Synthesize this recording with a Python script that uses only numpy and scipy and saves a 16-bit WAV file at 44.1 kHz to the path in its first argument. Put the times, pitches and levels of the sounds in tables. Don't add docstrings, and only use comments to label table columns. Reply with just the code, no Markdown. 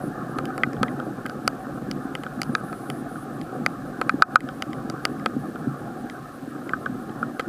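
import sys
import numpy as np
from scipy import signal
from scipy.io import wavfile
from scipy.ndimage import uniform_filter1d

SR = 44100
rng = np.random.default_rng(int(sys.argv[2]) if len(sys.argv) > 2 else 0)


def unload_wav(signal):
    wavfile.write(
        sys.argv[1],
        SR,
        np.round(np.clip(np.atleast_2d(signal).T, -1, 1) * 32767).astype(np.int16),
    )


def magnitude_from_level(level_db):
    exponent = np.asarray(level_db, float) / 20
    return 10 ** exponent


N = 329868


def evened(x):
    return x / np.sqrt(np.mean(x ** 2) + 1e-20)


def add(mix, start_s, sound):
    part = mix[round(start_s * SR):][:len(sound)]
    part += sound[:len(part)]


def resonate(x, hz, width_hz):
    b, a = signal.iirpeak(hz, hz / width_hz, SR)
    return signal.lfilter(b, a, signal.lfilter(b, a, x))


def coloured(x, spectrum):
    f_hz, level_db = np.transpose(spectrum)
    hz = abs(np.fft.fftfreq(8192, 1 / SR))
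    gain_db = np.interp(np.log(hz + 1), np.log(f_hz), level_db, -90, -90)
    log_gain = np.log(magnitude_from_level(gain_db))
    taps = np.fft.ifft(np.exp(np.conj(signal.hilbert(log_gain)))).real[:4096]
    return signal.oaconvolve(x, taps)[:N]


def highpassed(x, order):
    return signal.sosfilt(signal.butter(order, 100, "high", fs=SR, output="sos"), x)


def hiss():
    # (f/Hz, level/dB per Hz)
    spectrum = [(1100, -25), (1900, -6), (3260, -9), (3830, -8.5), (5600, -12.5), (10200, -14.5),
                (14100, -17)]
    # (f/Hz, level/dB per Hz)
    edge = [(15250, -17), (15420, -60)]
    return magnitude_from_level(-57.5) * evened(coloured(rng.standard_normal(N), [*spectrum, *edge]))


def frame_buzz():
    # (f/Hz, width/Hz, level/dB rms)
    bands = [(7960, 90, -76), (9150, 760, -71), (12400, 570, -73)]
    frames_per_s = 59.94
    frame_phase = np.arange(N) / SR * frames_per_s % 1
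    readout = np.exp(-frame_phase / 0.16) * rng.standard_normal(N)
    return sum(magnitude_from_level(db) * evened(resonate(readout, hz, width_hz)) for hz, width_hz, db in bands)


def chatter():
    # (f/Hz, width/Hz, level/dB)
    bands = [(4550, 980, -19), (9300, 900, 4), (9870, 880, 6), (10700, 390, 5.5), (12400, 400, -2),
             (13150, 800, -2)]
    single = [.543, 1.04, 1.294, 1.43, 1.591, 1.742, 2.018, 2.186, 2.335, 3.539, 3.698, 3.855, 4.07, 4.332,
              4.547, 4.745, 5.576, 5.778, 5.984, 6.106, 6.331, 6.477, 6.633, 6.797, 7.001, 7.188, 7.34]
    double = [.285, .822, 3.332, 5.02, 5.388]
    # (t/s, length/s, level/dB)
    long = [
        (0.01, 0.078, -61),
        (2.394, 0.12, -67),
        (2.552, 0.054, -62.5),
        (2.628, 0.395, -61.5),
        (3.086, 0.16, -61.5),
    ]
    second_after_s, short_s, short_db = .076, 0.044, -67.5
    short = [*single, *double, *[s + second_after_s for s in double]]
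    writing = np.zeros(N)
    for s, length_s, db in [*long, *[(s, short_s, short_db) for s in short]]:
        add(writing, s, magnitude_from_level(db + 4.5) * signal.windows.tukey(round(length_s * SR), .04))
    noise = rng.standard_normal(N)
    tone = sum(magnitude_from_level(db) * evened(resonate(noise, hz, width_hz)) for hz, width_hz, db in bands)
    return writing * evened(tone)


def coil_whine():
    # (t/s, length/s, f/Hz, level/dB)
    s, length_s, hz, db = (2.527, .022, 9150, -52)
    t = np.arange(N) / SR
    on = abs(t - s - length_s / 2) < length_s / 2
    return magnitude_from_level(db) * on * np.sin(2 * np.pi * hz * t)


def electronics():
    return hiss() + frame_buzz() + coil_whine() + chatter()


def patter(per_s, spread_db, patchy_db):
    size_db = spread_db * np.minimum(rng.exponential(1, N), 5)
    size = magnitude_from_level(size_db) * (rng.random(N) < per_s / SR)
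    taps = highpassed(size * rng.choice([-1., 1.], N), 2)
    x = evened(taps) + 1.06 * rng.standard_normal(N)
    z = signal.stft(x, nperseg=1024, noverlap=768)[2]
    over_pitch = uniform_filter1d(rng.standard_normal(z.shape), size=5, axis=0)
    patches = evened(uniform_filter1d(over_pitch, size=8, axis=1))
    return signal.istft(z * magnitude_from_level(patchy_db * patches), nperseg=1024, noverlap=768)[1][:N]


def rain():
    # (t/s, level/dB)
    swells = [(0.0, -32.5), (0.55, -30), (0.75, -31), (0.785, -28), (1.2, -33), (1.77, -33), (2.8, -32.5),
              (3.23, -34.5), (3.56, -32), (3.77, -33.5), (4.27, -31.5), (4.56, -34), (4.8, -33), (5.5, -34),
              (5.81, -32.5), (6.4, -36.5), (6.9, -33.5), (7.48, -35.5)]
    # (f/Hz, level/dB per Hz)
    mount_spectrum = [(20, -54), (40, -14.5), (92, -20), (122, -6.5), (141, -2.5), (178, -8), (250, -0.5),
                      (320, -4), (430, -12.5), (520, -12), (640, -17), (750, -9), (840, -16), (885, -27)]
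    # (f/Hz, level/dB per Hz)
    lid_spectrum = [(530, -28), (900, -18.5), (1010, -10), (1090, -3.5), (1260, -1), (1390, -3.5),
                    (1580, -6), (1760, -9), (1880, -18), (2010, -37), (2300, -27), (2990, -51),
                    (5060, -120)]
    usual_db, lid_usual_db, lid_follows = -33, -43, 0.79
    mount_db = np.interp(np.arange(N) / SR, *np.transpose(swells))
    lid_db = lid_usual_db + lid_follows * (mount_db - usual_db)
    mount = evened(coloured(patter(500, 3.37, 2.33), mount_spectrum)) * magnitude_from_level(mount_db)
    lid = evened(coloured(patter(900, 2.7, 3.3), lid_spectrum)) * magnitude_from_level(lid_db)
    return mount + lid


def thuds():
    # (t/s, knock level/dB, knock f/Hz, sway level/dB)
    hits = [(0.04, -22, 217, -42), (0.513, -31, 270, -44), (0.56, -20, 259, -41), (0.672, -12, 256, -27),
            (0.812, -7, 224, -18), (0.941, -14, 236, -20.5), (1.115, -25, 247, -48),
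            (1.251, -14.5, 247, -30), (1.584, -34, 225, -50), (1.882, -14.5, 257, -47),
            (1.98, -35, 270, -53), (2.052, -11, 255, -46), (2.194, -17.5, 275, -47), (2.375, -18, 238, -44),
            (2.496, -12, 255, -26), (2.892, -19, 320, -22.5), (3.553, -22, 234, -24),
            (4.064, -12.5, 264, -44), (4.141, -7, 279, -23), (4.441, -15, 267, -32),
            (4.667, -17.5, 284, -25), (4.849, -17, 231, -45), (5.095, -13.5, 290, -25),
            (5.268, -20, 222, -42), (5.365, -6, 252, -24), (5.517, -35, 231, -43), (5.671, -6, 260, -17),
            (6.476, -16.5, 273, -44), (6.665, -18.5, 312, -37), (7.227, -21, 218, -39)]
    out, t = np.zeros(N), np.arange(7000) / SR
    knock_t60_s, sway_t60_s, sway_hz = 0.049, 0.19, 140
    for s, knock_db, knock_hz, sway_db in hits:
        knock = magnitude_from_level(knock_db - 4.0 - 60 * t / knock_t60_s) * (1 - np.exp(-t / 0.00092))
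        add(out, s, knock * np.sin(2 * np.pi * knock_hz * t))
        sway = magnitude_from_level(sway_db - 60 * t / sway_t60_s) * (1 - np.exp(-t / 0.012))
        add(out, s, sway * np.sin(2 * np.pi * sway_hz * t))
    return highpassed(out, 3)


def drops():
    # (t/s, lid ring level/dB, upper lid f/Hz, splash level/dB)
    on_pool = [(.7665, -40, 1490, -46), (.9998, -30.5, 1430, -38.5), (1.2554, -31.5, 1550, -42),
               (2.2643, -31.5, 1495, -42), (3.1565, -36.5, 1440, -55), (4.4885, -32.5, 1510, -34),
               (5.5568, -35.5, 1405, -47), (6.7337, -20.5, 1530, -46), (6.8592, -27.5, 1490, -35.5),
               (6.861, -25, 1497, -60), (7.2276, -22, 1423, -45)]
    # (t/s, lid ring level/dB, upper lid f/Hz, splash level/dB, side wall ring level/dB)
    on_window = [
        (2.5509, -14.5, 1645, -20.5, -27),
        (4.0939, -11, 1540, -21, -22),
        (4.2218, 2.5, 1512, -19, -19),
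        (4.3572, 1.5, 1482, -24, -24),
    ]
    # (t/s, lid ring level/dB, wall ring level/dB, dull splash level/dB, sharp splash level/dB)
    on_wall = [(.6343, -17.5, -7.5, -22, -32), (.7325, -52, -39, -48, -40.5), (0.882, -44, -30.5, -37, -53),
               (3.414, -53, -37.5, -39, -38), (4.7315, -44, -31.5, -36, -39), (5.1966, -55, -41, -53, -48),
               (6.0987, -49, -32, -35.5, -38), (6.6928, -35, -28.5, -35, -42), (7.095, -58, -49, -46, -63),
               (7.4032, -39, -47, -35, -44), (7.4086, -34, -50, -41, -40)]
    # (t/s, then level/dB)
    on_hollow = [(0.3862, -19.5, -27.5, -44, -28), (.8308, -11.5, -19.5, -20.5, -21.5),
                 (2.728, -26.5, -35, -50, -39), (4.014, -14.5, -19.5, -30, -24),
                 (5.26, -13.5, -17.5, -21.5, -24), (7.3957, -20, -29.5, -30, -28),
                 (7.3996, -24.5, -33, -36, -33)]
    # (t/s, then level/dB)
    on_dry_lid = [(1.4773, -10, -18, -20, -8.5), (1.2964, -32, -45, -41, -35),
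                  (1.913, -33, -31, -31.5, -23), (2.417, -26, -19.5, -24.5, -14.5),
                  (2.4321, -29, -40, -34, -26), (3.6624, -14, -9.5, -23, -15), (4.6226, -23, -21, -21, -21),
                  (4.8992, -28, -36, -36, -25), (5.0524, -15, -13, -16, -10.5)]
    # (t/s, then level/dB)
    on_rim = [(0.4549, -37, -37, -28.5, -36), (.5787, -26, -28, -36, -34.5), (1.2626, -28, -27, -32, -34.5),
              (2.1519, -27.5, -23.5, -25.5, -33.5), (2.2352, -29.5, -32, -33, -41),
              (2.9007, -26.5, -26, -27.5, -29.5), (4.4055, -45, -26, -33, -36),
              (7.3952, -23, -23, -25, -43)]
    # (upper lid/dB and knock/dB over lid ring, window/dB over wall ring,
    # fine/dB and finest/dB over sharp splash)
    offsets = [
        (2.5, -12.5, 7, -6, -4),
        (-2.5, -18, 2, -12, -18),
        (0, -9, -21.5, -6, -7),
        (-5, -2, -9, -9, -5),
        (-6, -5, -12, -13, -8),
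        (-5, 0, -13, -2.5, 3.5),
    ]
    # (upper lid f/Hz, dull splash f/Hz, sharp splash f/Hz)
    pitches = [
        (1480, 3200, 5200),
        (1507, 3900, 4540),
        (1540, 3150, 4900),
        (1520, 3300, 4350),
        (1510, 2950, 4800),
        (1490, 3050, 4700),
    ]
    pool_wall_db, pool_sharp_db, window_dull_db = -33, -8.5, -3
    pool = [(s, lid, lid + pool_wall_db, dull, dull + pool_sharp_db, hz) for s, lid, hz, dull in on_pool]
    glass = [(s, lid, wall, sharp + window_dull_db, sharp, hz) for s, lid, hz, sharp, wall in on_window]
    tables = [pool, glass, on_wall, on_hollow, on_dry_lid, on_rim]
    rows = []
    for table, offset_db, (lid_hz, dull_hz, sharp_hz) in zip(tables, offsets, pitches):
        upper, knock, window, fine, finest = offset_db
        for s, lid, wall, dull, sharp, *own_hz in table:
            ring_db = (lid, lid + upper, wall, wall + window, lid + knock)
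            high_hz = (*own_hz, lid_hz)[0]
            splash = (dull, dull_hz, sharp, sharp_hz, sharp + fine, sharp + finest)
            rows.append((s, ring_db, high_hz, splash))
    return sorted(rows)


def rings():
    # (f/Hz, level/dB, t60/s)
    shell = [
        [(1281, 0, .036), (1130, -9, .026), (1040, -20, .04)],
        [(1500, 0, .033), (1680, -9, .018), (1800, -19, .03)],
        [(2020, 0, .017), (1870, -12, .012), (2160, -19, .028)],
        [(2435, 0, .028), (2300, -6, .008), (3480, -18, .018)],
        [(520, 0, .022), (750, -3, .03), (930, -5, .01)],
    ]
    out, t = np.zeros(N), np.arange(2600) / SR
    hits = drops()
    chance = rng.standard_normal((len(hits), 5, 3))
    for (s, levels_db, high_hz, splash), shift in zip(hits, chance):
        blunt_db = np.clip(max(levels_db) - splash[2], 0, 35)
        rise_s = .0004 + .00005 * blunt_db
        rise = np.sin(np.pi / 2 * np.minimum(t / rise_s, 1)) ** 2
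        free = min(0.45 + 0.024 * blunt_db, 1)
        sense = 1 if levels_db[4] - levels_db[0] > -4 else -1
        for k, (level_db, modes) in enumerate(zip(levels_db, shell)):
            spot = high_hz / modes[0][0] if k == 1 else 1
            for j, (hz, db, t60_s) in enumerate(modes):
                mode_hz = hz * spot * (1 + shift[k, j] / 200)
                decay = magnitude_from_level(level_db + db + 7.0 - 60 * t / (t60_s * free))
                add(out, s, sense ** (k + j) * decay * rise * np.sin(2 * np.pi * mode_hz * t))
    return out


def ticks():
    # (lowest f/Hz, highest f/Hz, t60/s)
    splash_zones = [
        (2790, 4120, 0.011),
        (3890, 6500, 0.0067),
        (7580, 8600, 0.0059),
        (11100, 16900, 0.0039),
    ]
    fine_hz, finest_hz = 7360, 9980
    out, t = np.zeros(N), np.arange(700) / SR
    rise = 1 - np.exp(-t / 0.00014)
    hits = drops()
    chance = rng.random((len(hits), 4, 2, 3))
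    for (s, _, _, splash), draw in zip(hits, chance):
        dull_db, dull_hz, sharp_db, sharp_hz, *fine_db = splash
        levels_db = [dull_db, sharp_db, *fine_db]
        mains_hz = [dull_hz, sharp_hz, fine_hz, finest_hz]
        for level_db, main_hz, zone, (place, turn) in zip(levels_db, mains_hz, splash_zones, draw):
            low_hz, high_hz, t60_s = zone
            strong_hz = main_hz * (1 + .05 * (place[2] - .5))
            weak_hz = low_hz + (high_hz - low_hz) * (np.arange(2) + place[:2]) / 2
            hz = np.r_[strong_hz, weak_hz]
            modes = magnitude_from_level([0, -9, -10]) @ np.sin(2 * np.pi * (hz[:, None] * t + turn[:, None]))
            add(out, s, magnitude_from_level(level_db + 3.0 - 60 * t / t60_s) * rise * modes)
    return out


def scene():
    return (electronics() + rain() + thuds() + rings() + ticks())[None]


def top_cut(x):
    return signal.sosfilt(signal.butter(12, 16470, fs=SR, output="sos"), x)


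def record(dry):
    # (f/Hz, level/dB)
    treble_edge = [(1, 0), (15350, 0), (15600, -12), (16500, -20), (16800, -80)]
    recovery_db_per_s, threshold_db, attack_s, duck_ratio = 200.0, -7.0, .0008, 0.78
    peak_db = 20 * np.log10(abs(dry[0]) + 1e-6)
    fall_db = np.arange(N) * recovery_db_per_s / SR
    held_db = np.maximum.accumulate(peak_db + fall_db) - fall_db
    over_db = np.maximum(held_db - threshold_db, 0)
    keep = np.exp(-1 / (attack_s * SR))
    ducked = dry[0] / magnitude_from_level(duck_ratio * signal.lfilter([1 - keep], [1, -keep], over_db))
    mix = coloured(np.clip(ducked, -1, 1), treble_edge)[None]
    return top_cut(mix)


dry = scene()
out = record(dry)
unload_wav(out)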